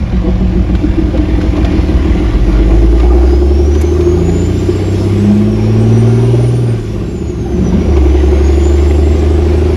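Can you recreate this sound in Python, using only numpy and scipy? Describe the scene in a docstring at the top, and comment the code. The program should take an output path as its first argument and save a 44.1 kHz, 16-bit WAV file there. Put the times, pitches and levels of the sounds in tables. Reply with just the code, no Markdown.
"""Inside an old truck cab, a six-cylinder turbo diesel creeps off near idle, pulls up through a gear,
drops off load for a gear change with a throttle blip, and pulls again. Sines locked to the firing rate
make the exhaust boom; uneven impulse trains ring the frame, panels, cab air and firewall. Shaped noise
makes clatter, rasp, rumble and hiss, wavering sines the turbo and gears, short bursts the thumps and taps."""
import sys
import numpy as np
from scipy import signal
from scipy.fft import rfft, irfft, next_fast_len
from scipy.io import wavfile
from scipy.ndimage import uniform_filter1d, map_coordinates

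SR = 44100
rng = np.random.default_rng(int(sys.argv[2]) if len(sys.argv) > 2 else 0)


def generate_wav(signal):
    """Clip the signal to [-1, 1] and save it as 16-bit WAV at the path in sys.argv[1]."""
    frames = np.transpose(np.atleast_2d(signal))
    scaled = np.clip(frames, -1, 1) * 32767
    pcm = np.round(scaled).astype(np.int16)
    wavfile.write(sys.argv[1], SR, pcm)


def amplitude_ratio(level_db):
    """Convert a level in decibels to the matching linear amplitude (field) ratio."""
    exponent = np.asarray(level_db, float) / 20
    return 10 ** exponent


N = 430416

# the six cylinders in firing order: frame shake, knock at low revs, its lag/ms,
# knock at high revs, its lag/ms
CYLINDER_BLOWS = [(1.35, .4, -.47, .3, -.57), (-.9, .75, 1.01, .2, .79), (-.2, .3, .7, .65, 1.3),
                  (.45, .7, -.1, .4, -.54), (0, .45, 1.11, .25, .75), (-.9, 1, 0, 1, 0)]
# floor and door panels, passed twice: f/Hz, width/Hz, relative level per pass/dB
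FRAME_MODES = [(54.6, 11.4, 2.5), (106.2, 11.6, -1.5), (116.4, 9.4, -0.5), (173, 23.5, -3.5),
               (183, 11.4, 1), (224.3, 75.5, -6.5)]
# firewall and dash, passed twice: f/Hz, width/Hz, relative level per pass/dB
FIREWALL_MODES = [(500, 72, 3.5), (602.7, 33.4, 3), (649, 30.3, 4), (742.4, 42, 2.5), (813.6, 42, 2),
                  (1190, 120, -5.5)]
KNOCK_AFTER = 0.5  # aim of a knock in the cab air, as a share of the gap between firings


def unit(x):
    """Normalisation: scale to rms 1."""
    return x / np.sqrt(np.mean(x ** 2) + 1e-20)


def curves(rows):
    """Linear interpolation: one value per sample for each column after the time."""
    s, *cols = np.transpose(rows)
    return [np.interp(np.arange(N) / SR, s, c) for c in cols]


def wobble(rate):
    """Slow random modulation: a spline through random knots, rate knots a second."""
    knots = rng.standard_normal(int(N * rate / SR) + 4)
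    return map_coordinates(knots, [np.arange(N) * rate / SR])


def filtered(x, response):
    """Linear filtering: the spectrum of x times a complex response of frequency."""
    m = next_fast_len(N + SR // 2)
    return irfft(rfft(x, m) * response(np.fft.rfftfreq(m, 1 / SR)), m)[:N]


def modes(table):
    """Modal superposition: causal resonances (f/Hz, width/Hz, level/dB) of alternating sign."""
    return lambda f: sum((-1) ** k * amplitude_ratio(db) * 1j * f * w / (c * c - f * f + 1j * f * w)
                         for k, (c, w, db) in enumerate(table))


def band(lo_hz, hi_hz):
    """Band-pass filtering: causal edges of 12 dB an octave."""
    return lambda f: (1j * f / (lo_hz + 1j * f)) ** 2 / (1 + 1j * f / hi_hz) ** 2


def spectrum(points):
    """Spectral shaping: gain from (f/Hz, level/dB) points on a log axis."""
    f, db = np.transpose(points)
    return lambda hz: amplitude_ratio(np.interp(np.log(hz + 1), np.log(f), db, -120, -120))


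def by_pitch(points, hz):
    """Frequency dependence: read (f/Hz, level/dB) points on a log axis."""
    f, db = np.transpose(points)
    return np.interp(np.log(hz), np.log(f), db)


def rush(colour, patchy_db):
    """Coloured noise of rms 1, its short-time spectrum given patches of random gain."""
    z = signal.stft(rng.standard_normal(N + 1024), nperseg=1024)[2]
    field = uniform_filter1d(rng.standard_normal(z.shape), 4, 0)
    field = uniform_filter1d(field, 9, 1)
    noise = signal.istft(z * amplitude_ratio(patchy_db * unit(field)), nperseg=1024)[1][:N]
    return unit(filtered(noise, colour))


def pings(rows, rise_s):
    """Transient ringing: short swelling tones of drifting pitch, each (t/s, peak level/dB, f/Hz)."""
    out, t = np.zeros(N + SR), np.arange(SR // 8) / SR
    swell = (t / rise_s * np.exp(1 - t / rise_s)) ** 2
    for (s, db, hz), (phase, drift) in zip(rows, rng.standard_normal((len(rows), 2))):
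        tone = np.sin(2 * np.pi * hz * t * (1 + 0.18 * drift * t) + 3 * phase)
        out[round(s * SR):][:len(t)] += amplitude_ratio(db) * swell * tone
    return out[:N]


def cab(f):
    """Modal dispersion: the cab air's low modes answer first, so a knock is a puff that glides up."""
    # cab air, passed twice: f/Hz, width/Hz, relative level per pass/dB
    air_modes = [(295.7, 38.5, 1), (351.5, 30.3, 4.5), (384, 30, 3), (424.3, 19.7, 0.5)]
    spread_s_per_hz, centre_hz = 0.00011, 360.3  # growth of delay with frequency about the centre
    phase = -np.pi * spread_s_per_hz * (f - centre_hz) ** 2
    return np.abs(modes(air_modes)(f)) ** 2 * np.exp(1j * phase)


def exhaust(rate, slack):
    """Pipe resonance: the firing tone and two harmonics swell as they sweep through the resonances."""
    # firing tone at full load: f/Hz, rms level/dB
    pipe_first = [(36, -27), (41, -24), (45, -6), (51, -5), (62, -4.5), (72, -5), (80, -8), (86, -10.5),
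                  (94, -11), (100, -7), (103, -10), (112, -5.5), (120, -4.5)]
    # its second harmonic at full load: f/Hz, rms level/dB
    pipe_second = [(74, -9), (82, -13), (90, -30), (107, -14.5), (124, -30), (144, -29.5), (158, -21),
                   (170, -7.5), (187, -20), (199, -12), (205, 1.5), (214, -9), (227, -10.5), (240, -17.5)]
    # its third harmonic at full load: f/Hz, rms level/dB
    pipe_third = [(130, -39), (160, -46), (185, -28), (212, -23.5), (230, -22), (270, -23), (300, -43),
                  (360, -28)]
    tone_off_db, upper_off_db = -15, -26.5  # change from full load to none
    angle = 2 * np.pi * np.cumsum(rate) / SR
    tone_db = by_pitch(pipe_first, rate) + tone_off_db * slack + 0.67 * wobble(15)
    octave_db = by_pitch(pipe_second, 2 * rate) + upper_off_db * slack + 0.8 * wobble(30)
    third_db = by_pitch(pipe_third, 3 * rate) + upper_off_db * slack + 2.0 * wobble(5)
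    tone = amplitude_ratio(tone_db) * np.sin(angle + 0.32)
    octave = amplitude_ratio(octave_db) * np.sin(2 * angle + 3.0)
    third = amplitude_ratio(third_db) * np.sin(3 * angle)
    return np.sqrt(2) * (tone + octave + third)


def frame_lope(rate, slack, train, shake, chance):
    """Subharmonic excitation: only unevenness between cylinders rocks the frame, between firing orders."""
    # rocking at full load: firing rate/(1/s), level/dB
    lope_levels = [(40, -10), (50, -12.5), (58, -16.5), (68, -19.5), (80, -19), (88, -14), (98, -12),
                   (106, -15), (115, -19.5), (121, -16)]
    off_db = -2  # change from full load to none
    uneven = shake - shake.mean() + 0.12 * chance
    lope = unit(filtered(train(uneven), lambda f: modes(FRAME_MODES)(f) ** 2 * band(25, 300)(f)))
    # the deepest rocking dies away in part between 54 and 99 firings a second
    calm = 0.59 * np.clip((rate - 54) / (99 - 54), 0, 1)
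    lope = lope - calm * filtered(lope, lambda f: 1 / (1 + (f / 72) ** 8))
    return amplitude_ratio(by_pitch(lope_levels, rate) + off_db * slack) * lope


def panel_ring(train, high):
    """Narrow-band resonance: panels ring once a cycle, chiefly to the strongest cylinder."""
    # narrow panels, passed twice: f/Hz, width/Hz
    narrow_panels = [(184, 6.3), (299, 6.6), (328, 15), (350, 12.8)]
    # ring of each panel in turn: t/s, then four rms levels/dB
    ring_levels = [(0, -18, -51, -46, -35), (.6, -14.5, -48, -26, -38), (1, -26.5, -18.5, -27, -24),
                   (1.6, -26.5, -28.5, -19.5, -53), (2.2, -24.5, -34, -27, -57),
                   (2.75, -20.5, -20, -14.5, -28), (3.15, -26, -49, -29, -16), (3.45, -48, -46, -42, -20.5),
                   (3.75, -60, -37, -37, -21.5), (4.08, -42, -43, -52, -11.5), (4.4, -40, -45, -68, -27),
                   (6.9, -53, -45, -47, -43), (7.2, -22, -34, -32, -29), (7.38, -33, -40, -33, -22.5),
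                   (7.55, -23, -27, -35, -19), (7.75, -12.5, -29, -38, -28), (7.95, -46, -31, -72, -52),
                   (9.76, -30, -50, -71, -71)]
    blows = train(high ** 3)  # cubing favours the strongest
    ring = np.zeros(N)
    for (hz, width_hz), db in zip(narrow_panels, curves(ring_levels)):
        panel = modes([(hz, width_hz, 0)])
        ring = ring + amplitude_ratio(db) * unit(filtered(blows, lambda f: panel(f) ** 2))
    return ring


def cab_growl(rate, slack, train, at, dull, low_ms, sharp, high_ms):
    """Cavity excitation: knocks drive the cab air over a bed of road rumble."""
    # growl at full load: firing rate/(1/s), level/dB
    growl_levels = [(40, -15.5), (52, -16.5), (70, -19.5), (81, -17.5), (92, -17.5), (101, -15.5),
                    (108, -18.5), (120, -17.5)]
    # road rumble: f/Hz, relative density/dB per Hz
    road_colour = [(18, -17), (30, -30), (60, -28), (120, -28), (190, -38), (260, 1), (350, -39), (430, -6),
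                   (600, -58)]
    off_db = -7.5  # change from full load to none
    take_up_db, take_up_s = -13, 1.25  # held back at the start, swelling until the clutch has bitten
    growl_db = by_pitch(growl_levels, rate) + off_db * slack
    growl_db = growl_db + take_up_db * np.clip(1 - np.arange(N) / SR / take_up_s, 0, 1)
    # makes up the 9 ms lead of the blows and moves the knock from 0.3 of the gap to KNOCK_AFTER
    wait_ms = 9 + 1000 * (KNOCK_AFTER - 0.3) / rate[at]
    # slow combustion gives a duller blow
    soft = filtered(train(dull, low_ms + wait_ms), lambda f: 1 / (1 + (f / 300) ** 2) ** 4)
    knocks = amplitude_ratio(26) * soft + train(sharp, high_ms + wait_ms)
    rumble = amplitude_ratio(-16) * rush(spectrum(road_colour), patchy_db=1.5)
    return amplitude_ratio(growl_db) * (unit(filtered(knocks, cab)) + rumble)


def firewall_throat(slack, train, dull, low_ms, sharp, high_ms, chance):
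    """Structure-borne transmission: regular and stray blows, with noise, ring the firewall."""
    throat_db, off_db = -29, -9.5  # at full load; change from full load to none
    wall = lambda f: modes(FIREWALL_MODES)(f) ** 2
    stray = train(0.4 * chance[:, 2], 4 + 2 * np.abs(chance[:, 3]))
    blows = train(dull, low_ms) + train(sharp, high_ms) + stray
    throat = unit(filtered(blows, wall)) + amplitude_ratio(-2) * rush(wall, patchy_db=3)
    return amplitude_ratio(throat_db + off_db * slack) * throat


def block_clatter(rate, slack, train, knock, chance):
    """Amplitude modulation: firings swell noise in the resonances of the engine block."""
    # engine block and covers: f/Hz, width/Hz, relative level/dB
    block_modes = [(908, 180, 4), (1178, 170, 3), (1406, 47, 3.5), (1572, 167, -0.5), (1950, 420, -4.5),
                   (2220, 26, 3), (2365, 110, -3.5), (2770, 50, -3.5), (2910, 93, -6.5), (3700, 300, -7.5),
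                   (3746, 136, -6), (4760, 2240, -12.5)]
    # clatter at full load: firing rate/(1/s), level/dB
    clatter_levels = [(40, -30), (55, -32.5), (70, -33), (82, -32.5), (100, -31), (120, -31)]
    off_db = -8.5  # change from full load to none
    bursts = train((0.6 + knock) * amplitude_ratio(1.5 * chance))
    gate = 5 + unit(filtered(bursts, lambda f: 1 / (1 + 1j * f / 55) ** 2))
    flutter = amplitude_ratio(0.9 * wobble(9))
    noise = rush(lambda f: np.abs(modes(block_modes)(f) * band(800, 6000)(f)), patchy_db=2.0)
    return amplitude_ratio(by_pitch(clatter_levels, rate) + off_db * slack) * unit(gate * flutter * noise)


def engine(rate, slack):
    """Periodic impulse excitation: each firing drives frame, panels, cab air, firewall and block."""
    # share added to the knock of the cylinder opposite the strongest: t/s, share
    twin_share = [(3, 0), (5.4, 0), (5.85, .45), (6.2, 0), (7.9, .1), (8.1, .3), (9.76, .3)]
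    # spells of harder rattling in dash and covers: t/s, level change/dB
    rattle_spells = [(.5, -2), (1.6, 0), (2.5, 0.5), (2.9, 0), (3.08, 1.5), (3.25, 2), (3.45, -0.5),
                     (5.5, -0.5), (7.45, -0.5), (7.7, 4.5), (8.0, 0.5), (8.45, 1)]
    fired = np.cumsum(rate) / SR
    count = np.arange(int(fired[-1]) - 1)
    cylinder = count % len(CYLINDER_BLOWS)
    # blows start 9 ms ahead of 0.3 of the gap
    at = np.maximum(np.searchsorted(fired, count + 0.3) - round(0.009 * SR), 50)
    shake, low, low_ms, high, high_ms = np.array(CYLINDER_BLOWS)[cylinder].T
    high = high + curves(twin_share)[0][at] * (cylinder == 2)
    chance = rng.standard_normal((len(at), 4))

    def train(size, ms=0):
        """Path delay: each cylinder's blow arrives a little early or late."""
        arrival = at + np.round(ms * SR / 1000).astype(int)
        return np.bincount(arrival, size / np.sqrt(rate[at]), N)[:N]

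    revs = np.clip((rate[at] - 42) / 12, 0, 1)  # from low-rev to high-rev knock
    dull = (1 - revs) * (low + 0.17 * chance[:, 1])
    sharp = revs * (high + 0.1 * chance[:, 1])
    body = frame_lope(rate, slack, train, shake, chance[:, 0]) + panel_ring(train, high)
    growl = cab_growl(rate, slack, train, at, dull, low_ms, sharp, high_ms)
    throat = firewall_throat(slack, train, dull, low_ms, sharp, high_ms, chance)
    clatter = block_clatter(rate, slack, train, low + revs * (high - low), chance[:, 3])
    return body + growl + amplitude_ratio(curves(rattle_spells)[0]) * (throat + clatter)


def heave(rate):
    """Low-frequency body motion: tyre and spring rumble and a frame hum, strongest near idle."""
    # slow heave of tyres and springs: f/Hz, relative density/dB per Hz
    heave_colour = [(18, -21), (30, 6), (40, 7), (52, -4), (70, -28)]
    hum_order, hum_from, hum_to = 4 / 3, 34, 68  # order of the firing rate; fade limits, firings/s
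    hum = np.sin(2 * np.pi * hum_order * np.cumsum(rate) / SR)
    hum = hum * np.clip((hum_to - rate) / (hum_to - hum_from), 0, 1)
    deep_db = -31 + 8 * np.clip((52 - rate) / 8, 0, 1) + 2.5 * wobble(6)
    deep = amplitude_ratio(deep_db) * rush(spectrum(heave_colour), patchy_db=2.5)
    return deep + amplitude_ratio(-18 + 2.5 * wobble(5)) * hum


def hiss():
    """Turbulent noise: air leaking round the doors, with road hiss, flutters irregularly."""
    # air and road hiss: f/Hz, relative density/dB per Hz
    air_colour = [(2500, 12.5), (4000, 5.5), (5500, 8), (7400, 2.5), (8600, 0.5), (9600, -1), (10800, -0.5),
                  (12200, -8), (13900, -17), (14600, -41)]
    # treble hiss: t/s, level/dB
    hiss_levels = [(0.0, -52.5), (1.74, -44), (3.62, -41), (5.14, -37.5), (5.57, -42), (6.3, -39),
                   (7.23, -45.5), (8.7, -38.5), (9.76, -40.5)]
    hiss_db = curves(hiss_levels)[0] + 0.48 * wobble(8.0)
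    return amplitude_ratio(hiss_db) * rush(spectrum(air_colour), patchy_db=3.0)


def valve_gear():
    """Modulated resonant noise: valve gear rasps through the covers in quick uneven grains."""
    # covers: f/Hz, width/Hz, relative level/dB
    cover_modes = [(1750, 260, -7.5), (2060, 240, 1.5), (2800, 200, -5), (3220, 500, -8.5),
                   (4170, 140, -13)]
    # rasp: t/s, level/dB
    rasp_levels = [(0, -53), (1, -42), (1.9, -36.5), (2.7, -38), (3.3, -54), (5, -41.5), (6.6, -50),
                   (7.3, -53), (8.2, -37.5), (8.7, -39.5), (9.76, -41)]
    grain_db = 2.5 * wobble(70) + 1.2 * wobble(11)
    noise = rush(lambda f: np.abs(modes(cover_modes)(f) * band(1200, 6000)(f)), patchy_db=2.0)
    return amplitude_ratio(curves(rasp_levels)[0]) * unit(amplitude_ratio(grain_db) * noise)


def thumps():
    """Impulsive excitation: heavy firings ring the cab; the gear change shudders the upper panels."""
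    # single heavy firings: t/s, peak level/dB, f/Hz
    heavy_firings = [(.125, -20, 368), (.235, -10.5, 314), (.27, -12, 357), (.405, -19.5, 378),
                     (.52, -13, 322), (0.55, -12.5, 363), (.685, -14, 299), (.83, -6, 305),
                     (.975, -3.5, 314), (1.18, -6, 307), (4.684, -6, 353), (6.331, -9, 346),
                     (7.968, -9.5, 370), (8.324, -12, 357)]
    # driveline shudder as the gears part and meet: t/s, level/dB
    shudder_levels = [(6.7, -26), (6.9, -22), (7.35, -22), (7.5, -15.5), (7.62, -16), (7.75, -15),
                      (7.9, -16), (8.05, -25)]
    upper_panels = lambda f: np.abs(modes(FRAME_MODES)(f) ** 2 * band(110, 400)(f))
    shudder = amplitude_ratio(curves(shudder_levels)[0]) * rush(upper_panels, patchy_db=2.5)
    return pings(heavy_firings, rise_s=0.013) + shudder


def jolts():
    """Shock response: the dash jolts on its mounts, one part rings and the whole firewall rattles."""
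    # jolts of the dash: t/s, peak level of the ring/dB, f/Hz
    dash_jolts = [(0.24, -20, 504), (0.275, -16, 500), (1.14, -16, 530), (1.569, -19.5, 643),
                  (1.64, -17, 687), (2.992, -25, 1205), (3.03, -14, 722), (3.098, -23, 1198),
                  (3.115, -22, 810), (3.175, -22, 763), (3.21, -24, 810), (3.26, -29, 790),
                  (3.585, -33, 740), (3.96, -28, 1160), (4.11, -31, 1200), (4.165, -23, 765),
                  (4.18, -30, 1190), (4.28, -21, 742), (6.337, -19, 593), (6.389, -17, 610),
                  (6.438, -23, 604), (7.455, -24, 780), (7.51, -28, 715), (7.72, -24.5, 932),
                  (7.76, -28, 500), (7.85, -18, 513), (7.88, -18, 505), (7.91, -23, 714), (7.995, -29, 740),
                  (8.04, -29, 736)]
    rattle_db = 15.5  # noise drive ahead of the firewall, over the ring
    blows, t = np.zeros(N + SR), np.arange(SR // 20) / SR
    envelope = t / 0.012 * np.exp(1 - t / 0.0048)
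    for s, db, _ in dash_jolts:
        blows[round(s * SR):][:len(t)] += amplitude_ratio(db + rattle_db) * envelope * rng.standard_normal(len(t))
    rattle = filtered(blows[:N], lambda f: modes(FIREWALL_MODES)(f) ** 2)
    return pings(dash_jolts, rise_s=0.0095) + rattle


def taps():
    """Contact noise: loose trim ticks drily with a dull part, a bright part and a brief ring."""
    # taps: t/s, relative burst level/dB, bright part over the burst/dB, ring f/Hz, ring peak level/dB
    trim_taps = [(0.748, -16, -32, 1480, -23), (1.17, -17, -39, 2100, -32), (1.411, -15, -44, 1530, -22),
                 (1.562, -16, -46, 2050, -30), (1.644, -11.5, -44, 3550, -23), (1.715, -19, -48, 2200, -29),
                 (2.996, -15, -34, 2400, -40), (3.714, -22, -40, 1890, -34), (3.747, -16, -40, 2300, -44),
                 (3.8098, -19, 0.5, 2310, -35), (4.004, -15, -40, 2400, -38), (4.29, -19, -40, 2250, -29),
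                 (7.965, -14, -35, 2300, -28), (8.908, -19, -47, 2060, -21)]
    dull, bright, t = np.zeros(N + SR), np.zeros(N + SR), np.arange(SR // 20) / SR
    swell = (t / 0.006 * np.exp(1 - t / 0.006)) ** 2
    for s, db, bright_db, *_ in trim_taps:
        tick = amplitude_ratio(db) * swell * rng.standard_normal((2, len(t)))
        dull[round(s * SR):][:len(t)] += tick[0]
        bright[round(s * SR):][:len(t)] += amplitude_ratio(bright_db) * tick[1]
    body = filtered(dull[:N], lambda f: band(1500, 3160)(f) / (1 + 1j * f / 9000) ** 3)
    sheen = filtered(bright[:N], lambda f: band(7500, 7500)(f) ** 4)
    ring = pings(np.array(trim_taps)[:, [0, 4, 3]], rise_s=0.0025)
    return amplitude_ratio(3.0) * body + amplitude_ratio(45.0) * sheen + ring


def singing(rate, slack):
    """Order resonance: once the revs are up, upper orders swell as they glide through the cab modes."""
    # multiples of the six-firing cycle
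    sung_orders = [18, 20, 24, 27, 29, 30, 32, 36]
    # drive of each order ahead of the cab modes: level/dB
    sung_levels = [-24, -23, -29, -27.5, -22.5, -24, -22.5, -25.5]
    count = len(CYLINDER_BLOWS)
    angle = 2 * np.pi * (np.cumsum(rate) / SR + 1 - KNOCK_AFTER) / count  # in step at the strongest knock
    lines = np.zeros(N)
    for order, db in zip(sung_orders, sung_levels):
        line = np.real(cab(order * rate / count) * np.exp(1j * order * angle))
        lines = lines + amplitude_ratio(db + 3.9 * wobble(3.6)) * line
    return amplitude_ratio(-22 * slack) * np.clip((rate - 50) / 14, 0, 1) * lines


def whistles():
    """Frequency modulation: jitter breaks up the turbo blade tone and smears the gear whine."""
    # turbo blade tone: t/s, f/Hz, relative level/dB
    blade_track = [(2.9, 4200, -70), (3.24, 4774, -55), (3.31, 4930, -42), (3.75, 5890, -37),
                   (4.0, 6390, -40), (4.3, 6920, -36.5), (4.6, 7277, -38.5), (5.1, 7585, -45.5),
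                   (5.7, 8240, -32), (6.2, 9114, -44.5), (6.45, 9350, -44), (6.62, 9330, -40),
                   (6.8, 8490, -43), (7.2, 6992, -43), (7.6, 5973, -44), (7.85, 5770, -41),
                   (8.05, 5880, -41), (8.35, 6400, -42), (8.65, 7000, -38), (8.9, 7400, -42),
                   (9.2, 7640, -43), (9.74, 7808, -51)]
    # gear whine: t/s, f/Hz, relative level/dB
    gear_track = [(4.1, 5120, -70), (4.5, 5200, -52), (5.2, 5350, -53), (5.6, 5550, -47), (6, 5850, -42),
                  (6.5, 5800, -47), (6.75, 5900, -80)]
    # faint thin whine far up: t/s, f/Hz
    thin_track = [(3.9, 12900), (4.7, 13200), (5.8, 13400), (6.9, 13300), (7.8, 12800), (8.3, 13000),
                  (9.4, 13350)]
    blade_hz, blade_db = curves(blade_track)
    mesh_hz, mesh_db = curves(gear_track)
    thin_hz = curves(thin_track)[0]

    def jittered(hz, depth, knots):
        return np.sin(2 * np.pi * np.cumsum(hz * (1 + depth * wobble(knots))) / SR)

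    # a firm core and a fuzzy skirt
    blade = 0.8 * jittered(blade_hz, 0.0022, 150) + 0.4 * jittered(blade_hz, 0.012, 300)
    mesh = jittered(mesh_hz, 0.016, 250)
    thin = jittered(thin_hz, 0.003, 100)
    flicker_db = 1.2 * wobble(7) + 3.5 * wobble(30)
    turbo = amplitude_ratio(blade_db + flicker_db) * blade
    faint = amplitude_ratio(blade_db - 33 + 5 * wobble(5)) * thin
    return turbo + faint + amplitude_ratio(mesh_db + 3.3 * wobble(32)) * mesh


def scene():
    """Superposition: all sources add in the small cab; slack is the unused share of the load."""
    # engine speed: t/s, firing rate/(1/s)
    firing_rates = [(0.0, 40.8), (0.25, 43.2), (0.65, 41.0), (1.65, 40.0), (2.0, 36.8), (2.2, 41.8),
                    (2.6, 50.0), (3.0, 57.5), (4.0, 79.7), (4.4, 87.6), (5.0, 97.7), (6.0, 113.6),
                    (6.52, 120.6), (6.62, 120.2), (6.8, 111.0), (7.05, 99), (7.42, 54.4), (7.52, 66),
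                    (7.6, 75.4), (7.72, 80.8), (7.82, 80.4), (8.02, 66.5), (8.2, 69.0), (8.5, 71.1),
                    (9.2, 75.7), (9.76, 78.8)]
    # fuel burnt: t/s, load as a share of 1
    fuel_load = [(0, 0.68), (.3, 0.83), (1.0, 0.76), (1.8, 0.86), (2.4, 0.81), (2.7, 0.96), (4.2, 0.79),
                 (5.5, 0.72), (6.0, 0.91), (6.72, 0.6), (6.8, 0.2), (7.4, 0.1), (7.58, 0.29), (7.88, 0.63),
                 (7.97, 0.91), (9.76, 0.85)]
    rate = curves(firing_rates)[0]
    slack = 1 - np.clip(curves(fuel_load)[0], 0, 1)
    motor = exhaust(rate, slack) + engine(rate, slack) + valve_gear() + thumps()
    motor = motor + singing(rate, slack) + whistles()
    return (motor + heave(rate) + hiss() + jolts() + taps())[None]


def top_cut(x):
    """Nothing passes above the cut-off."""
    return signal.sosfilt(signal.butter(12, 14200, fs=SR, output="sos"), x)


def record(dry):
    """Saturation between two filters: deep bass is lost, peaks are squeezed, a treble band nearly vanishes."""
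    bass_cut = filtered(dry[0], band(20, 1e6))
    squeezed = bass_cut / (1 + np.abs(bass_cut / 0.96) ** 10) ** (1 / 10)
    notch = lambda f: 1 - 0.965 / (1 + ((f - 8200) / 450) ** 4)
    mix = filtered(squeezed, notch)[None]
    return top_cut(mix)


dry = scene()
out = record(dry)
generate_wav(out)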